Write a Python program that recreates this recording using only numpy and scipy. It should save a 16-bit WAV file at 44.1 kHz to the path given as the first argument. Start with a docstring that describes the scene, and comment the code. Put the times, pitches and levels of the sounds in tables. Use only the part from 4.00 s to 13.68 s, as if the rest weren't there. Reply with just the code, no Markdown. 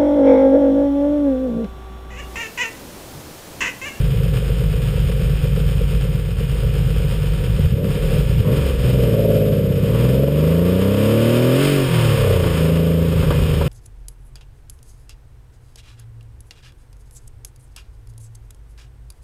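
"""First you hear a lumpy idle: an air-cooled flat-six engine. It stumbles as the clutch bites, pulls away,
revs high, then slows with the throttle shut. Each firing pushes gas down the exhaust, which booms and
rasps, while the valves tick and the fan rushes. Later, grit knocks in the wheel arch and a gust blows by.
We listen from a camera by the front wheel. Its limiter turns the sound down after the heaviest beats,
and its converter mirrors the bass faintly into the treble."""
import sys
import numpy as np
from scipy import signal
from scipy.fft import rfft, irfft, next_fast_len
from scipy.io import wavfile
from scipy.ndimage import uniform_filter1d, map_coordinates

SR = 44100
rng = np.random.default_rng(int(sys.argv[2]) if len(sys.argv) > 2 else 0)


def output_pcm(signal):
    """Save a mono or channel-first signal as 16-bit PCM at the path in sys.argv[1].

    Samples are clipped to [-1, 1] before scaling.
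    """
    pcm = np.clip(np.atleast_2d(signal).T, -1, 1) * 32767
    wavfile.write(sys.argv[1], SR, np.round(pcm).astype(np.int16))


N = 426888
T = np.arange(N) / SR


def amp(db):
    """Turn decibels into a gain."""
    return 10 ** (np.asarray(db) / 20)


def steady(x):
    """Even out slow changes in loudness but keep the quick beats."""
    power = uniform_filter1d(uniform_filter1d(x * x, SR // 8), SR // 12)
    return x / np.sqrt(np.abs(power) + 1e-20)


def blend(clean, noisy, share):
    """Make two sounds equally loud, then mix them; share (0 to 1) is the noisy one's gain."""
    share = np.clip(share, 0, 1)
    return np.sqrt(1 - share ** 2) * steady(clean) + share * steady(noisy)


def wobble(rate):
    """A smooth curve through `rate` random values a second."""
    return map_coordinates(rng.standard_normal(int(N * rate / SR) + 4), [T * rate])


def swell(middle, half):
    """A smooth hump of height 1; its middle and half length are in seconds."""
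    return np.exp(-((T - middle) / half) ** 2)


def filtered(x, response):
    """Filter x; response gives the gain and phase at each frequency."""
    size = next_fast_len(N + SR // 2)
    return irfft(rfft(x, size) * response(np.fft.rfftfreq(size, 1 / SR)), size)[:N]


def coloured(x, points):
    """Shape the tone of x with a curve through (Hz, dB) points."""
    hz, db = np.transpose(points)
    return filtered(x, lambda f: amp(np.interp(np.log(f + 1), np.log(hz), db)))


def resonate(x, modes):
    """Let x ring a set of (Hz, width in Hz, dB) resonances, with alternating signs."""
    return filtered(x, lambda f: sum(
        (-1) ** k * amp(db) * 1j * f * width / (hz * hz - f * f + 1j * f * width)
        for k, (hz, width, db) in enumerate(modes)))


def pulses(times, sizes):
    """A click at each time, shared between the two nearest samples."""
    at = np.clip(times * SR, 0, N - 2)
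    i = at.astype(int)
    return np.bincount(i, sizes * (1 - at + i), N) + np.bincount(i + 1, sizes * (at - i), N)


def drone(turns, levels, rough):
    """Two low tones, at the bank rate and at twice that, waver when the fuel burns unevenly."""
    tones = [amp(db + 0.83 * rough * wobble(26)) * np.sin(2 * np.pi * k * turns)
             for k, db in enumerate(levels, 1)]
    return np.sqrt(2) * amp(0.03) * sum(tones)


# The cylinders in firing order. Each row: lateness in gaps between firings, low push, rasp strength.
CYLINDERS = [(0.016, 1.51, 0.32), (-0.164, 0.15, 0.75), (0.1136, 0.81, 0.46), (0.0485, 0.71, 0.39),
             (0.089, 0.9, 0.47), (-0.1473, 0.15, 0.44)]
# Notes the exhaust rings at. Each row: pitch in Hz, width in Hz, level in dB.
SILENCER_NOTES = [(72.3, 68, -7), (119.8, 35, 7), (166, 21, 3.5), (180.5, 20.8, -3)]
GROWL_NOTES = [(256, 90, 2), (296.5, 88, 4), (341.4, 85, -2)]
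THROAT_NOTES = [(197, 26.4, 7.5)]
# Tone curves for those notes. Each row: frequency in Hz, level in dB.
SILENCER_TONE = [(20, -20), (60, 11), (100, -3), (180, 3), (250, 1), (420, -12.5), (700, -30), (1500, -80)]
GROWL_TONE = [(60, 4), (200, -5.5), (370, 3.5), (480, -45), (800, -66), (1500, -80)]


def lope(turns, bank_hz, rasp_db, rough, harmonics=36):
    """Unequal cylinders push gas through the silencer in a limping beat, called a lope."""
    late, push, _ = np.transpose(CYLINDERS)
    six = len(CYLINDERS)
    spectrum = np.exp(-2j * np.pi * np.outer(np.arange(harmonics), np.arange(six) + late) / six) @ push
    spectrum[[0, six // 2, six]] = 0  # leave out the constant part and the drone's two tones
    cycle = irfft(spectrum, harmonics ** 2)
    pattern = np.interp(2 * turns / six, np.arange(len(cycle)) / len(cycle), cycle, period=1)
    times = np.interp(np.arange(int(2 * turns[-1])), 2 * turns, T)
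    stumbles = pulses(times, rng.standard_normal(len(times)))
    flow = amp(-0.5 + 22 * np.log2(bank_hz / 85))  # faster gas wakes the growl
    opening = amp(0.77 * (rasp_db + 22))  # the throaty note opens under load

    def silencer(x):
        boom = coloured(resonate(x, SILENCER_NOTES), SILENCER_TONE)
        growl = flow * resonate(x, GROWL_NOTES) + opening * resonate(x, THROAT_NOTES)
        return boom + coloured(growl, GROWL_TONE)

    return blend(silencer(pattern), silencer(stumbles), rough)


def metal_ring(x, ring_s, size=2048):
    """The metal of the engine bay smears each blow into a short, dense ring."""
    spectrum = rfft(rng.standard_normal(size) * amp(-60 * T[:size] / ring_s))
    ring = irfft(spectrum / np.sqrt(np.abs(spectrum)))[:size // 2]
    return signal.fftconvolve(x, ring)[:N]


# Tailpipe notes; hot gas wakes the second set. Each row: pitch in Hz, width in Hz, level in dB.
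PIPE_NOTES = [(417, 47, 1.5), (468, 21, 9.5), (504.7, 61.4, 5), (558.8, 59.5, -0.5)]
HOT_PIPE_NOTES = [(573.4, 63, -1.5)]
# Tone curves of the rasp and the brighter bark. Each row: frequency in Hz, level in dB.
RASP_TONE = [(60, -30), (200, -9), (300, -4.5), (600, -8.5), (680, -7.5), (800, -35), (1500, -40),
             (4000, -80)]
BARK_TONE = [(500, -37), (800, -8), (980, 2.5), (1130, 4), (1350, -5), (1650, -4), (2200, -8.5),
             (3000, -5.5), (4000, -24.5)]


def exhaust(turns, rough, contrast, rasp_db, bark_db, puff_s=0.006):
    """Each firing strikes the tailpipe with a sharp blow and drags a puff of swirling gas behind it."""
    firing = np.arange(int(2 * turns[-1]))
    late, _, strength = np.array(CYLINDERS)[firing % len(CYLINDERS)].T
    times = np.interp(firing + late, 2 * turns, T)
    strength = np.abs(strength) ** np.interp(times, T, contrast)
    slop, force = rng.standard_normal((len(firing), 2)).T * np.interp(times, T, rough)
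    blows = pulses(times + 0.00025 * slop, strength * amp(4 * force))
    tails = signal.lfilter([1], [1, -np.exp(-1 / (puff_s * SR))], blows)
    puffs = tails * rng.standard_normal(N)
    heat = amp(rasp_db + 20.5)

    def tailpipe(x):
        return coloured(resonate(x, PIPE_NOTES) - heat * resonate(x, HOT_PIPE_NOTES), RASP_TONE)

    rasp = blend(tailpipe(blows), tailpipe(puffs), rough)
    clangs = metal_ring(blows, ring_s=0.079)
    bark = blend(coloured(clangs, BARK_TONE), coloured(puffs, BARK_TONE), rough)
    return amp(rasp_db + 0.1) * rasp + amp(bark_db - 5) * bark


# Tone curve of the valves and rushing air. Each row: frequency in Hz, level in dB.
MACHINE_TONE = [(200, 10.5), (800, -3), (960, -10.5), (1080, -3.5), (1400, -1.5), (2000, -4), (2500, -1.5),
                (3100, 0), (3700, -6), (4300, -13), (5200, -10), (7000, -13), (7800, -17), (8400, -11),
                (9300, -9), (10400, -19), (13500, -19.5), (15000, -12.5)]
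# Notes of the fan housing. Each row: pitch in Hz, width in Hz, level in dB.
FAN_NOTES = [(942, 32, 3), (1405, 50, -5), (2460, 116, -4.5)]


def valves_and_fan(turns, level_db, valves=12):
    """The valves tick in a loose pattern each engine cycle, over the rush of fan and tyres."""
    cycles = 2 * turns / len(CYLINDERS)
    tick = np.arange(int(valves * cycles[-1]))
    late, size = rng.standard_normal((valves, 2))[tick % valves].T  # each valve has its own habit
    slop, force = rng.standard_normal((len(tick), 2)).T  # and each tick strays from it
    times = np.interp(tick + 0.2 * late + 0.12 * slop, valves * cycles, T)
    ticks = metal_ring(pulses(times, amp(2.7 * size + 1.9 * force)), ring_s=0.064)
    firing_beat = (0.5 + 0.5 * np.cos(4 * np.pi * turns)) ** 4
    air = (1 + 0.1 * firing_beat * amp(4.4 * wobble(65))) * rng.standard_normal(N)
    rush = coloured(air, MACHINE_TONE) + resonate(air, FAN_NOTES)
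    mix = blend(coloured(ticks, MACHINE_TONE), rush, share=0.68)
    return amp(level_db + 6 + 1.01 * wobble(22)) * mix


# Tone curve of the low rumble. Each row: frequency in Hz, level in dB.
RUMBLE_TONE = [(15, -23), (30, -6), (45, 2), (80, -2.5), (150, 1.5), (400, -72), (1000, -90)]


def rumble(level_db):
    """A low, lumpy rumble of the engine, strongest off the throttle; the late gust uses the same tone."""
    gain = amp(level_db + 1.1 * wobble(20))
    noise = coloured(rng.standard_normal(N), RUMBLE_TONE)
    return gain * noise / np.sqrt(np.mean(noise ** 2) + 1e-20)


# Quieter moments. Each row: middle in seconds, half length in seconds, change in dB.
DIPS = [(2.293, .19, -3.5), (4.775, 0.054, -3), (7.88, 0.056, -4)]


def dips():
    """A gain that makes the engine's sound dip briefly."""
    return amp(sum(db * swell(s, half) for s, half, db in DIPS))


def surge(bank_hz, most_db=6.5, octaves_per_s=3.5):
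    """The exhaust barks while the revs leap: returns the extra dB."""
    climb = uniform_filter1d(np.gradient(np.log2(bank_hz)) * SR, SR // 6)
    return most_db * np.tanh(np.maximum(climb, 0) / octaves_per_s)


# Heavy single firings. Each row: middle in seconds, peak level in dB, pitch in Hz.
THUMPS = [(3.598, -2, 121), (3.666, 1, 61.7), (3.727, -5, 122), (3.742, -3.5, 69), (3.852, -6, 143),
          (4.41, -4.5, 117)]


def thumps():
    """A heavy firing is one low push of gas."""
    return sum(amp(db) * np.cos(2 * np.pi * hz * (T - s)) * swell(s, 0.42 / hz) for s, db, hz in THUMPS)


# Brighter and duller moments. Each row: middle in seconds, half length in seconds,
# change of valves and fan in dB, change of bark in dB.
TREBLE_SWELLS = [(3.78, 0.042, -2.5, 3), (4.47, .06, -1.5, 5), (5.648, 0.21, -1.5, -2),
                 (5.987, .11, 2.5, 10), (7.683, 0.075, 4, -3), (8.595, 0.23, 3, 4.5),
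                 (8.952, 0.14, -2.5, -2.5)]


def treble_swells():
    """The treble swells and sinks: returns dB changes for the valves and fan, and for the bark."""
    machine_db = sum(db * swell(s, half) for s, half, db, _ in TREBLE_SWELLS)
    bark_db = sum(db * swell(s, half) for s, half, _, db in TREBLE_SWELLS)
    return machine_db, bark_db


# Spells of popping. Each row: middle in seconds, half length in seconds, extra rasp in dB,
# extra contrast between strong and weak cylinders.
POPPING = [(3.83, 0.04, 3.5, 0), (4.154, 0.12, 4.5, 0), (5.304, 0.31, 7, 0.14), (6.247, .09, 4, 0.76),
           (8.312, .14, 8, 1.2)]


def popping():
    """The exhaust pops harder as the rasp grows and the strong cylinders stand out."""
    rasp_db = sum(db * swell(s, half) for s, half, db, _ in POPPING)
    contrast = 1 + sum(more * swell(s, half) for s, half, _, more in POPPING)
    return rasp_db, contrast


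def coasting(turns, bank_hz, coast, boom_db=-17, upper_db=-16.5):
    """With the throttle shut the cylinders push unevenly: a boom, with a second low tone above it."""
    ratio = 8 / len(CYLINDERS)  # four waves per engine cycle
    pass_hz, pass_octaves = 147, 0.45  # the silencer lets the upper tone through around here
    passed = np.exp(-(np.log2(ratio * bank_hz / pass_hz) / pass_octaves) ** 4)
    upper = passed * amp(upper_db + wobble(9.2)) * np.sin(2 * np.pi * ratio * turns)
    boom = amp(boom_db) * np.sin(2 * np.pi * turns)
    return np.sqrt(2) * coast * (boom + upper)


# Hits on the wheel arch. Each row: start in seconds, relative level in dB.
KNOCKS = [(6.276, -24), (8.438, -19), (9.225, -18), (9.305, -12), (9.611, -17)]
# Notes the arch rings at. Each row: pitch in Hz, width in Hz, level in dB.
ARCH_NOTES = [(323, 96, 10), (533, 68, 12), (960, 170, 2), (1530, 420, -5), (2800, 1200, -14)]


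def knocks(fade_s=0.14):
    """Bumps and grit briefly rattle the wheel arch."""
    bursts = sum(amp(db - 60 * np.abs(T - s) / fade_s) * (T >= s) for s, db in KNOCKS)
    return amp(6.5) * resonate(bursts * rng.standard_normal(N), ARCH_NOTES)


def gust(start_s=9.1, rise_s=0.087, level_db=-19.5, fade_db_per_s=7):
    """As the car turns, one gust of wind hits the camera quickly and eases off."""
    age = np.maximum(T - start_s, 0)
    return np.minimum(age / rise_s, 1) * rumble(level_db - fade_db_per_s * age)


# Engine speed: idle, two blips, pull away, climb, slow down, cruise. Each row: time in seconds,
# bank rate in Hz (how often one bank, a side of three cylinders, fires).
SPEED = [(0, 25.15), (3.48, 25.2), (3.73, 32), (3.86, 51), (4.08, 40), (4.2, 28.4), (4.38, 29.5),
         (4.57, 74), (4.78, 60.5), (4.98, 64.6), (5.12, 55.5), (5.48, 52.6), (5.79, 45.7), (5.9, 55.6),
         (6.3, 71.5), (6.48, 80), (7.19, 111.8), (7.53, 128), (7.63, 142), (7.72, 144.5), (7.96, 121),
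         (8.4, 86.5), (8.62, 79.5), (8.76, 82.3), (9.05, 82.4), (9.68, 77.5)]
# How hard the engine works. Each row: time in seconds, load (1 full throttle, 0 idling, -1 coasting).
LOAD = [(3.7, 0), (3.8, 0.68), (3.9, -0.034), (4.08, -0.85), (4.2, 0.04), (4.4, 0), (4.49, 1),
        (4.66, -0.94), (4.78, -0.66), (4.88, 0.078), (5.2, 0.46), (5.75, 0.61), (6.1, 0.67), (7.8, 1),
        (7.92, -1.01), (8.35, -0.68), (8.53, -0.23), (8.62, 0.61), (8.95, 0.55), (9.2, -0.27),
        (9.68, -0.38)]
# The mix with no load. Each row: bank rate in Hz, then relative levels in dB for the bank tone,
# firing tone, lope, rasp, bark, valves and fan, and rumble.
LEVELS_BY_SPEED = [(27, -62, -19.5, -20.5, -32.5, -55, -39, -20.5),
                   (32.5, -33, -23.5, -15.5, -29.5, -60, -35, -15.5),
                   (49.3, -34, -25.5, -20, -28.5, -42.5, -38, -23.5),
                   (61, -22, -18, -21, -26, -41.5, -36, -18.5),
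                   (83, -22, -18.5, -26.5, -26, -34.5, -36, -23),
                   (103.3, -18.5, -23, -24, -24.5, -30, -32, -22.5),
                   (153.6, -14, -22.5, -26, -25.5, -27, -25, -24)]
# Changes in dB to those seven layers, in the same order, at full throttle and when coasting.
PULL_DB = (-1, 4, 3.5, 6, -1.5, -3, -18)
COAST_DB = (-15.5, -12, -7, -0.5, 2.5, 0, -1.5)


def scene():
    """One speed and one load drive the engine's layers; the knocks and the gust go on top."""
    bank_hz = np.interp(T, *np.transpose(SPEED))
    load = np.interp(T, *np.transpose(LOAD))
    pull, coast = np.clip(load, 0, 1), np.clip(-load, 0, 1)
    row_hz, *layers = np.transpose(LEVELS_BY_SPEED)
    bank_db, firing_db, lope_db, rasp_db, bark_db, machine_db, rumble_db = [
        np.interp(np.log(bank_hz), np.log(row_hz), db) + pull_db * pull + coast_db * coast
        for db, pull_db, coast_db in zip(layers, PULL_DB, COAST_DB)]
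    machine_swell_db, bark_swell_db = treble_swells()
    pop_db, contrast = popping()
    machine_db += machine_swell_db
    bark_db += surge(bank_hz) + bark_swell_db
    rasp_db += pop_db
    # how unevenly the fuel burns, from 0 to 1: worst at idle
    rough = 0.482 * (1 - pull - coast) + 0.12 * pull + 0.188 * coast
    # counts one bank's firings, so 2 * turns counts them all
    turns = np.cumsum(bank_hz * (1 + 0.006 * rough * wobble(14))) / SR
    engine = drone(turns, [bank_db, firing_db], rough)
    engine += amp(lope_db) * lope(turns, bank_hz, rasp_db, 0.73 * rough)
    engine += coasting(turns, bank_hz, coast) + thumps() + rumble(rumble_db)
    engine += exhaust(turns, rough, contrast, rasp_db, bark_db)
    engine += valves_and_fan(turns, machine_db)
    return (dips() * engine + gust() + knocks())[None]


def limiter(x, ceiling_db, recovery_db_per_s):
    """The volume drops at each peak over the ceiling, then climbs back."""
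    over_db = np.maximum(0, 20 * np.log10(np.abs(x) + 1e-9) - ceiling_db)
    cut_db = np.maximum.accumulate(over_db + recovery_db_per_s * T) - recovery_db_per_s * T
    return x * amp(-uniform_filter1d(cut_db, SR // 300))


def record(dry):
    """The camera limits peaks, mirrors bass into the treble, and cuts a narrow band and both extremes."""
    bottom_hz, notch_hz, mirror_hz, top_hz = 22, 6000, 12000, 15330
    x = limiter(amp(-0.48) * dry[0], ceiling_db=-5.5, recovery_db_per_s=42)
    bass = filtered(x, lambda f: 1j * f / 500 / (1 + (f / 680) ** 8))
    x = x + amp(-20.5) * bass * np.cos(2 * np.pi * mirror_hz * T)
    notch = lambda f: amp(-18 * np.exp(-np.abs((f - notch_hz) / 450) ** 3))
    low_cut = lambda f: 1 - np.exp(-(f / bottom_hz) ** 2)
    return filtered(x, lambda f: low_cut(f) * notch(f) * (f < top_hz))[None]


dry = scene()
out = record(dry)
output_pcm(out)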